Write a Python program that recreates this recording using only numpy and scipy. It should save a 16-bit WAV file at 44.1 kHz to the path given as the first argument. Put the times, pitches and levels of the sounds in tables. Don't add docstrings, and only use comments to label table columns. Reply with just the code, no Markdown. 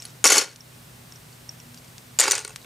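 import sys
import numpy as np
from scipy import signal
from scipy.fft import rfft, irfft, next_fast_len
from scipy.io import wavfile
from scipy.ndimage import uniform_filter1d

SR = 44100
rng = np.random.default_rng(int(sys.argv[2]) if len(sys.argv) > 2 else 0)


def ratio_of_db(decibels):
    return 10 ** (np.asarray(decibels, float) / 20)


def int16_out(signal):
    q = np.round(np.clip(np.atleast_2d(signal).T, -1, 1) * 32767)
    wavfile.write(sys.argv[1], SR, q.astype(np.int16))


N = 116865

BRICK_LOW_HZ, BRICK_HIGH_HZ = 235, 16300


def rms_one(x):
    return x / np.sqrt(np.mean(x ** 2) + 1e-20)


def at_hz(points, hz):
    points = np.array(points)
    return np.interp(np.log(np.maximum(hz, 1)), np.log(points[:, 0]), points[:, 1])


def coloured(spectrum):
    weight = ratio_of_db(at_hz(spectrum, np.fft.rfftfreq(N, 1 / SR)))
    return irfft(rfft(rng.standard_normal(N)) * weight, N)


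def band(x, low_hz, high_hz, order):
    edges = [low_hz, min(high_hz, .45 * SR)]
    return signal.sosfilt(signal.butter(order, edges, "band", fs=SR, output="sos"), x)


def train(s, gains):
    return np.bincount(np.clip((s * SR).astype(int), 0, N - 1), gains, N)


# f/Hz, density level/dB [dB per Hz]
HISS = [(12, -59.5), (20, -32), (130, -8.5), (248, -16.5), (270, -16.5), (301, -16.5), (2020, -22.5),
        (8410, -28), (16000, -30.5)]
# f/Hz, correlation [0-1]
LIKENESS = [(60, 0.94), (170, .98), (380, 0.18), (950, 0), (2400, 0.24), (6000, 0.75), (12000, 0.98)]
HISS_DB = -51


def hiss():
    hz = np.fft.rfftfreq(N, 1 / SR)
    alike = np.clip(at_hz(LIKENESS, hz), 0, 1)
    mid, side = rfft(rng.standard_normal((2, N))) * ratio_of_db(at_hz(HISS, hz))
    both = irfft(np.sqrt(1 + alike) * mid + np.sqrt(1 - alike) * side * [[1], [-1]], N)
    return ratio_of_db(HISS_DB + 2.5) * rms_one(both)


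# f/Hz, width/Hz, level/dB
HUM = [(63, 28, -66.5), (108.2, 20, -63), (154.7, 33, -59), (242.7, 7.6, -61)]


def hum():
    hz = np.fft.rfftfreq(N, 1 / SR)
    total = np.zeros(N)
    for f, width_hz, db in HUM:
        line_shape = 1 / (1 + (2 * (hz - f) / width_hz) ** 2)
        total += ratio_of_db(db) * rms_one(irfft(rfft(rng.standard_normal(N)) * line_shape, N))
    return total


MAINS_HZ, MAINS_DB = 123, -54.5
WHINE_HZ, WHINE_DB = 8393, -66


def mains():
    t = np.arange(N) / SR
    return sum(ratio_of_db(db) * np.sqrt(2) * np.sin(2 * np.pi * hz * t)
               for hz, db in ((MAINS_HZ, MAINS_DB), (WHINE_HZ, WHINE_DB)))


def ring(clicks, hz, t60):
    r = ratio_of_db(-60 / (t60 * SR))
    w = 2 * np.pi * hz / SR
    return signal.lfilter([0, np.sin(w)], [1, -2 * r * np.cos(w), r * r], clicks + 1e-18)


STRIKE_SPREAD_DB, DETUNE = 3, 0.023


def strike(modes, s, db):
    draw = rng.standard_normal((len(s), len(modes), 3))
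    total = np.zeros(N)
    for k, (hz, level_db, t60) in enumerate(modes):
        spread, sign, which = draw[:, k].T
        gains = ratio_of_db(db + level_db + STRIKE_SPREAD_DB * spread) * np.sign(sign)
        for side in (-1, 1):
            clicks = train(s, gains * (np.sign(which) == side))
            total += ring(clicks, hz * (1 + side * DETUNE / 2), t60)
    return total


# f/Hz, level/dB, t60/s
BIN = [(309, -9.5, 0.03), (425.3, -5, 0.059), (528, -6, 0.042), (862, -1, 0.025), (1125, -1, 0.027),
       (1437, -1, 0.041), (1764, -2, 0.012), (2214, 1, 0.022), (2688, -1.5, 0.022)]


def bin_walls(s, db):
    return strike(BIN, s, db)


# f/Hz, density level/dB [dB per Hz]
CRACK = [(120, -64.5), (200, -21), (380, -7), (671, -9.5), (1420, -9.5), (3490, -7), (6170, -1.5),
         (10100, -10), (16000, -21)]
CRACK_RISE_S, CRACK_T60_S = 0.00057, 0.013


def cracks(s, db, t60):
    power = signal.lfilter([1], [1, -ratio_of_db(-120 / (t60 * SR))], train(s, ratio_of_db(2 * db)) + 1e-18)
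    rise = np.exp(-1 / (CRACK_RISE_S * SR))
    return rms_one(coloured(CRACK)) * np.sqrt(signal.lfilter([1 - rise], [1, -rise], power))


RING_HOLD_S, RING_SPLIT = 0.0021, 0.035


def own_rings(s, db, hz, t60):
    length = 8820
    out, t = np.zeros(N + length), np.arange(length) / SR
    for start, gain, f, life, share in zip((s * SR).astype(int), ratio_of_db(db), hz, t60, rng.random(len(s))):
        fade = ratio_of_db(-60 * np.maximum(t - RING_HOLD_S, 0) / life)
        pair = np.sin(2 * np.pi * f * t) + share * np.sin(2 * np.pi * f * (1 + RING_SPLIT) * t)
        out[start:start + length] += gain * fade * pair
    return out[:N]


# t/s, level/dB
RATTLE = [
    [(.241, -19), (.28, -28), (.298, -22.5), (.325, -22), (.39, -25.5), (.435, -34), (.47, -50), (.54, -57)],
    [(2.196, -55), (2.215, -23.5), (2.272, -31.5), (2.33, -34), (2.37, -35), (2.43, -48.5), (2.54, -57)],
    [(0, -48.5), (.04, -54), (.11, -54.5)],
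]
RATTLE_SIZE_DB, RATTLE_CYCLES = 2, 110
RATTLE_CELLS_DB, RATTLE_WALL_DB, RATTLE_CRACK_DB, RATTLE_BRICK_DB = -2, -8.5, -0.5, -5


def rattle(phase, brick, count=400):
    t, level_db = np.transpose(RATTLE[phase])
    span = t[-1] - t[0]
    s = t[0] + span * rng.random(count)
    db = RATTLE_SIZE_DB * np.minimum(rng.exponential(1, count), 4)
    dealt = rng.integers(0, 13, count)
    cells = np.zeros(N)
    for k, hz in enumerate(np.geomspace(1500, 14000, 40)):
        clicks = train(s, ratio_of_db(db + at_hz(CRACK, hz)) * (dealt == k % 13))
        cells += ring(clicks, hz, RATTLE_CYCLES / hz)
    mix = ratio_of_db(RATTLE_BRICK_DB) * rms_one(strike(brick, s, db))
    mix += ratio_of_db(RATTLE_CELLS_DB) * rms_one(cells)
    mix += ratio_of_db(RATTLE_WALL_DB) * rms_one(bin_walls(s, db))
    mix += ratio_of_db(RATTLE_CRACK_DB) * rms_one(cracks(s, db, CRACK_T60_S))
    share = np.sqrt(span * SR / N)
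    envelope = ratio_of_db(np.interp(np.arange(N) / SR, t, level_db))
    return share * band(mix, BRICK_LOW_HZ, 10500, order=2) * envelope


# f/Hz, level/dB, t60/s
BRICK_ONE = [(2180, -4.5, 0.016), (2980, -9.5, 0.051), (4400, -5, 0.075), (5500, -6, 0.098),
             (6370, -2, 0.034), (6850, -4, 0.059), (7700, 3, 0.015), (9080, -0.5, 0.025),
             (10180, -1.5, 0.029), (11700, -8, 0.023), (15000, -22, .015)]


def palm_rattle():
    return rattle(2, BRICK_ONE, count=60)


# t/s, snap level/dB, ring f/Hz, ring share level/dB
TICKS = [(.0012, -47.5, 5500, 10), (0.0221, -22, 8000, -15), (.0281, -42.5, 5360, 4),
         (.0526, -21.5, 10270, -12.5), (.0527, -33.5, 4330, -3), (0.5603, -25.5, 5350, -44),
         (.6067, -40, 5510, 2), (1.1225, -28, 5500, -11), (1.1584, -47.5, 5590, 6.5),
         (1.3275, -34.5, 4500, -14), (1.492, -31.5, 5570, 5), (1.601, -31.5, 5500, -10),
         (1.7447, -27.5, 5060, -27), (1.7751, -30, 4700, -15), (1.785, -34, 5600, -14),
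         (1.88, -35, 4560, -17), (1.8461, -30.5, 5930, -21), (1.9811, -22.5, 5730, -31),
         (2.5576, -39, 7400, -7), (2.5606, -14, 6640, -34), (2.6271, -35, 3760, -18)]
TICK_T60_S, TICK_CRACK_DB, TICK_CRACK_T60_S = 0.019, -17.5, 0.026
HARD_FROM_DB, HARD_LOW_HZ = -20, 1100
SNAP_LOW_HZ, SNAP_HIGH_HZ = 2760, 7240


def ticks():
    s, db, hz, ring_db = np.transpose(TICKS)
    hard = db > HARD_FROM_DB
    snap = np.zeros(N)
    for full, low_hz in ((True, HARD_LOW_HZ), (False, SNAP_LOW_HZ)):
        clicks = -train(s, ratio_of_db(db) * (hard == full)) + 1e-18
        snap += 3 * band(clicks, low_hz, SNAP_HIGH_HZ, order=2)
    crack = band(cracks(s, db + TICK_CRACK_DB, TICK_CRACK_T60_S), SNAP_LOW_HZ, BRICK_HIGH_HZ, order=1)
    rings = own_rings(s, db + ring_db, hz, np.full(len(s), TICK_T60_S))
    return snap + rings + crack + palm_rattle()


RING_DB, CELLS_DB, WALL_DB, CRACK_DB = -9.5, -19, -12, -12
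CHATTER_S, CHATTER_LOSS_DB = .002, 4
CRACK_TREBLE_HZ, TREBLE_DB = 10000, 3
SOFT_DULLING = 0.42


def knocks(rows, brick, count=3):
    first_s, first_db, hz, _, t60 = np.transpose(rows)
    s, db, _, wall_db, _ = np.repeat(np.array(rows), count, axis=0).T
    turn = np.arange(len(s)) % count
    s = s + CHATTER_S * (turn > 0) * rng.random(len(s))
    db = db - CHATTER_LOSS_DB * turn
    body = cracks(s, db + CRACK_DB, CRACK_T60_S)
    treble = cracks(s, (1 + SOFT_DULLING) * db + CRACK_DB + TREBLE_DB, CRACK_T60_S)
    crack = band(body, BRICK_LOW_HZ, CRACK_TREBLE_HZ, order=2)
    crack += band(treble, CRACK_TREBLE_HZ, BRICK_HIGH_HZ, order=2)
    rings = own_rings(first_s, first_db + RING_DB, hz, t60)
    cells = strike(brick, s, db + CELLS_DB)
    return rings + cells + bin_walls(s, db + wall_db + WALL_DB) + crack


# t/s, peak level/dB, brick ring f/Hz, bin wall share level/dB, ring t60/s
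DROP_ONE = [(.2414, -0.5, 6850, -11, 0.015), (.2422, -5, 8900, -25, 0.029), (.2476, -6.5, 6700, -7, .015),
            (.2539, 0, 5450, -6.5, 0.012), (.2588, -6.5, 5750, -6, .012), (.2654, -3.5, 5750, -35, 0.027),
            (.2690, -3, 7150, -30, .015), (.2745, -2.5, 5700, -21, .03), (.2800, -21, 6300, -28, .015),
            (.2851, -10, 6130, -30, .015), (.3016, -5, 6850, -12, 0.012), (.3036, -7, 5850, -9, .008),
            (.3068, -7.5, 6800, -5, 0.012), (.3100, -10, 6700, -11, 0.037), (.3199, -3, 6160, -4, 0.015),
            (.3235, -5, 6330, -21, .03), (.3285, -4, 6200, -18, .02), (.341, -10.5, 6330, -8, 0.017),
            (.349, -11, 6240, -13, .025), (.3545, -9, 5450, -9, 0.018), (.359, -9.5, 7150, -3, 0.019),
            (.3650, -18, 6260, -20, .015), (.3691, -7, 5500, -7, 0.035), (.3770, -10.5, 5650, -2.5, .012),
            (.3809, -2, 6850, -16, 0.009), (.3822, -6.5, 4400, -19, .04), (.3875, -9.5, 6000, -26, 0.018),
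            (.393, -13, 5430, -14, 0.014), (.3965, -18.5, 5500, 1, .02), (.4090, -26, 5570, -15, .03),
            (.4146, -16, 5370, -9.5, .03), (.4220, -21, 6900, -2, 0.017), (.429, -33, 5330, -15, 0.027),
            (.4410, -33, 4400, 0, .1), (.4470, -35, 6300, -3, .03), (.4610, -38, 6200, -3, 0.043),
            (.4910, -38, 4400, -20, 0.11)]


def first_handful():
    return knocks(DROP_ONE, BRICK_ONE) + rattle(0, BRICK_ONE)


# t/s, peak level/dB, brick ring f/Hz, bin wall share level/dB, ring t60/s
DROP_TWO = [(2.1886, -1.5, 7050, -18, .02), (2.1915, -7.5, 7200, -10.5, .014), (2.1978, 0, 6980, -34, 0.03),
            (2.1985, -5.5, 4680, -19, 0.017), (2.2038, 0, 7460, -25, 0.01),
            (2.2122, -6, 8150, -10.5, 0.015), (2.2150, -23, 7060, -25, .02), (2.2225, -16, 6550, -5, .02),
            (2.2305, -15.5, 7000, -5, .018), (2.238, -9, 6430, -5, .015), (2.2420, -18, 7340, -5, .015),
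            (2.2545, -20.5, 3920, 5, .015), (2.263, -28, 4750, 2, .03), (2.2720, -26, 4700, 8, .015),
            (2.2795, -13, 4780, -1, 0.05), (2.2808, -12, 6960, -1.5, 0.0085),
            (2.2830, -15.5, 8900, -8, .015), (2.3005, -16, 7050, -11, .014),
            (2.3098, -3.5, 6930, -18, 0.01), (2.3104, -9.5, 6030, -12, .011),
            (2.3175, -5.5, 6010, -22, 0.032), (2.3180, -5.5, 8670, -39, 0.024),
            (2.331, -18.5, 6050, 2, 0.023), (2.3420, -23, 4100, 0.5, 0.017), (2.3526, -13, 7050, -23, 0.02),
            (2.3570, -22.5, 4760, -11, 0.013), (2.3796, -16.5, 8600, -8.5, 0.01),
            (2.391, -19, 6170, -13, 0.011), (2.402, -25.5, 8500, -8, 0.013), (2.411, -31, 8650, -7, .012),
            (2.4485, -19.5, 8850, -7.5, 0.0047), (2.4495, -24, 4230, -7, 0.019),
            (2.4769, -24, 8850, -10, 0.011), (2.4936, -33, 8970, -8, 0.028), (2.4945, -37, 6500, 0, .05),
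            (2.505, -36.5, 8850, 1.5, .015), (2.519, -44, 2150, -5, 0.016), (2.616, -39, 3900, -15, .015),
            (2.6455, -40.5, 3520, 4, .02)]
# f/Hz, level/dB, t60/s
BRICK_TWO = [(1953, -10.5, 0.045), (2870, -6.5, 0.013), (4115, -13.5, 0.096), (4700, -1.5, 0.02),
             (6050, -6, 0.01), (6650, 1, 0.011), (7050, 2, 0.019), (7900, 2.5, 0.014), (8850, -5, 0.06),
             (10700, -17, 0.017), (12200, -6, 0.0042), (14800, -13, 0.008)]
FULL_BIN_LOW_HZ = 390


def second_handful():
    drop = knocks(DROP_TWO, BRICK_TWO) + rattle(1, BRICK_TWO)
    return band(drop, FULL_BIN_LOW_HZ, BRICK_HIGH_HZ, order=2)


def pan(x, pan_db):
    treble = band(x, 1800, BRICK_HIGH_HZ, order=1)
    return x + treble * (ratio_of_db(np.array([[pan_db / 2], [-pan_db / 2]])) - 1)


RIM_ECHO_S, RIM_ECHO_DB = 0.000968, -16


def rim_echo(x):
    late = np.interp(np.arange(N) - RIM_ECHO_S * SR, np.arange(N), x)
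    return ratio_of_db(RIM_ECHO_DB) * band(late, 2080, 11000, order=2) * [[1], [-1]]


ROOM_T60_S, ROOM_DB, ROOM_WIDTH, WALL_CUT_HZ = 0.34, -20.5, 0.4, 7000


def room(x):
    size = next_fast_len(N + SR)
    w = 2 * np.pi * np.fft.rfftfreq(size)
    dull = 1 / (1 + 1j * w * SR / (2 * np.pi * WALL_CUT_HZ))
    lags = rng.uniform(.006, .03, (2, 8, 1)) * SR
    loop = ratio_of_db(-60 * lags / SR / ROOM_T60_S) * dull * np.exp(-1j * w * lags)
    wet = irfft(rfft(x, size) * (loop / (1 - loop)).sum(axis=1), size)[:, :N]
    middle = wet.mean(axis=0)
    return ratio_of_db(ROOM_DB) * (middle + ROOM_WIDTH * (wet - middle))


DUCK_FROM_DB, DUCK_RATIO, DUCK_RELEASE_DB_PER_S = -27.5, 0.44, 20.5


def ducking(x):
    ramp = DUCK_RELEASE_DB_PER_S * np.arange(N) / SR
    level_db = 10 * np.log10(uniform_filter1d(x ** 2, size=441) + 1e-12)
    over_db = np.maximum(level_db - DUCK_FROM_DB, 0)
    return ratio_of_db(-(np.maximum.accumulate(DUCK_RATIO * over_db + ramp) - ramp))


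def scene():
    background = hiss() + hum() + mains()
    light = ticks()
    one = first_handful()
    two = second_handful()
    contacts = one + two + light
    bricks = pan(one, 1.9) + pan(two, .7) + pan(light, 1.5)
    bricks = bricks + room(contacts) + rim_echo(contacts)
    return band(bricks, BRICK_LOW_HZ, BRICK_HIGH_HZ, order=4) + ducking(contacts) * background


def band_limit(x):
    return signal.sosfilt(signal.butter(12, 17020, fs=SR, output="sos"), x)


def record(dry):
    clip_top = 1.05
    rounded = clip_top * np.tanh(dry / clip_top)
    top_cut = signal.cheby2(12, 50, 16150, fs=SR, output="sos")
    return band_limit(signal.sosfilt(top_cut, rounded))


dry = scene()
out = record(dry)
int16_out(out)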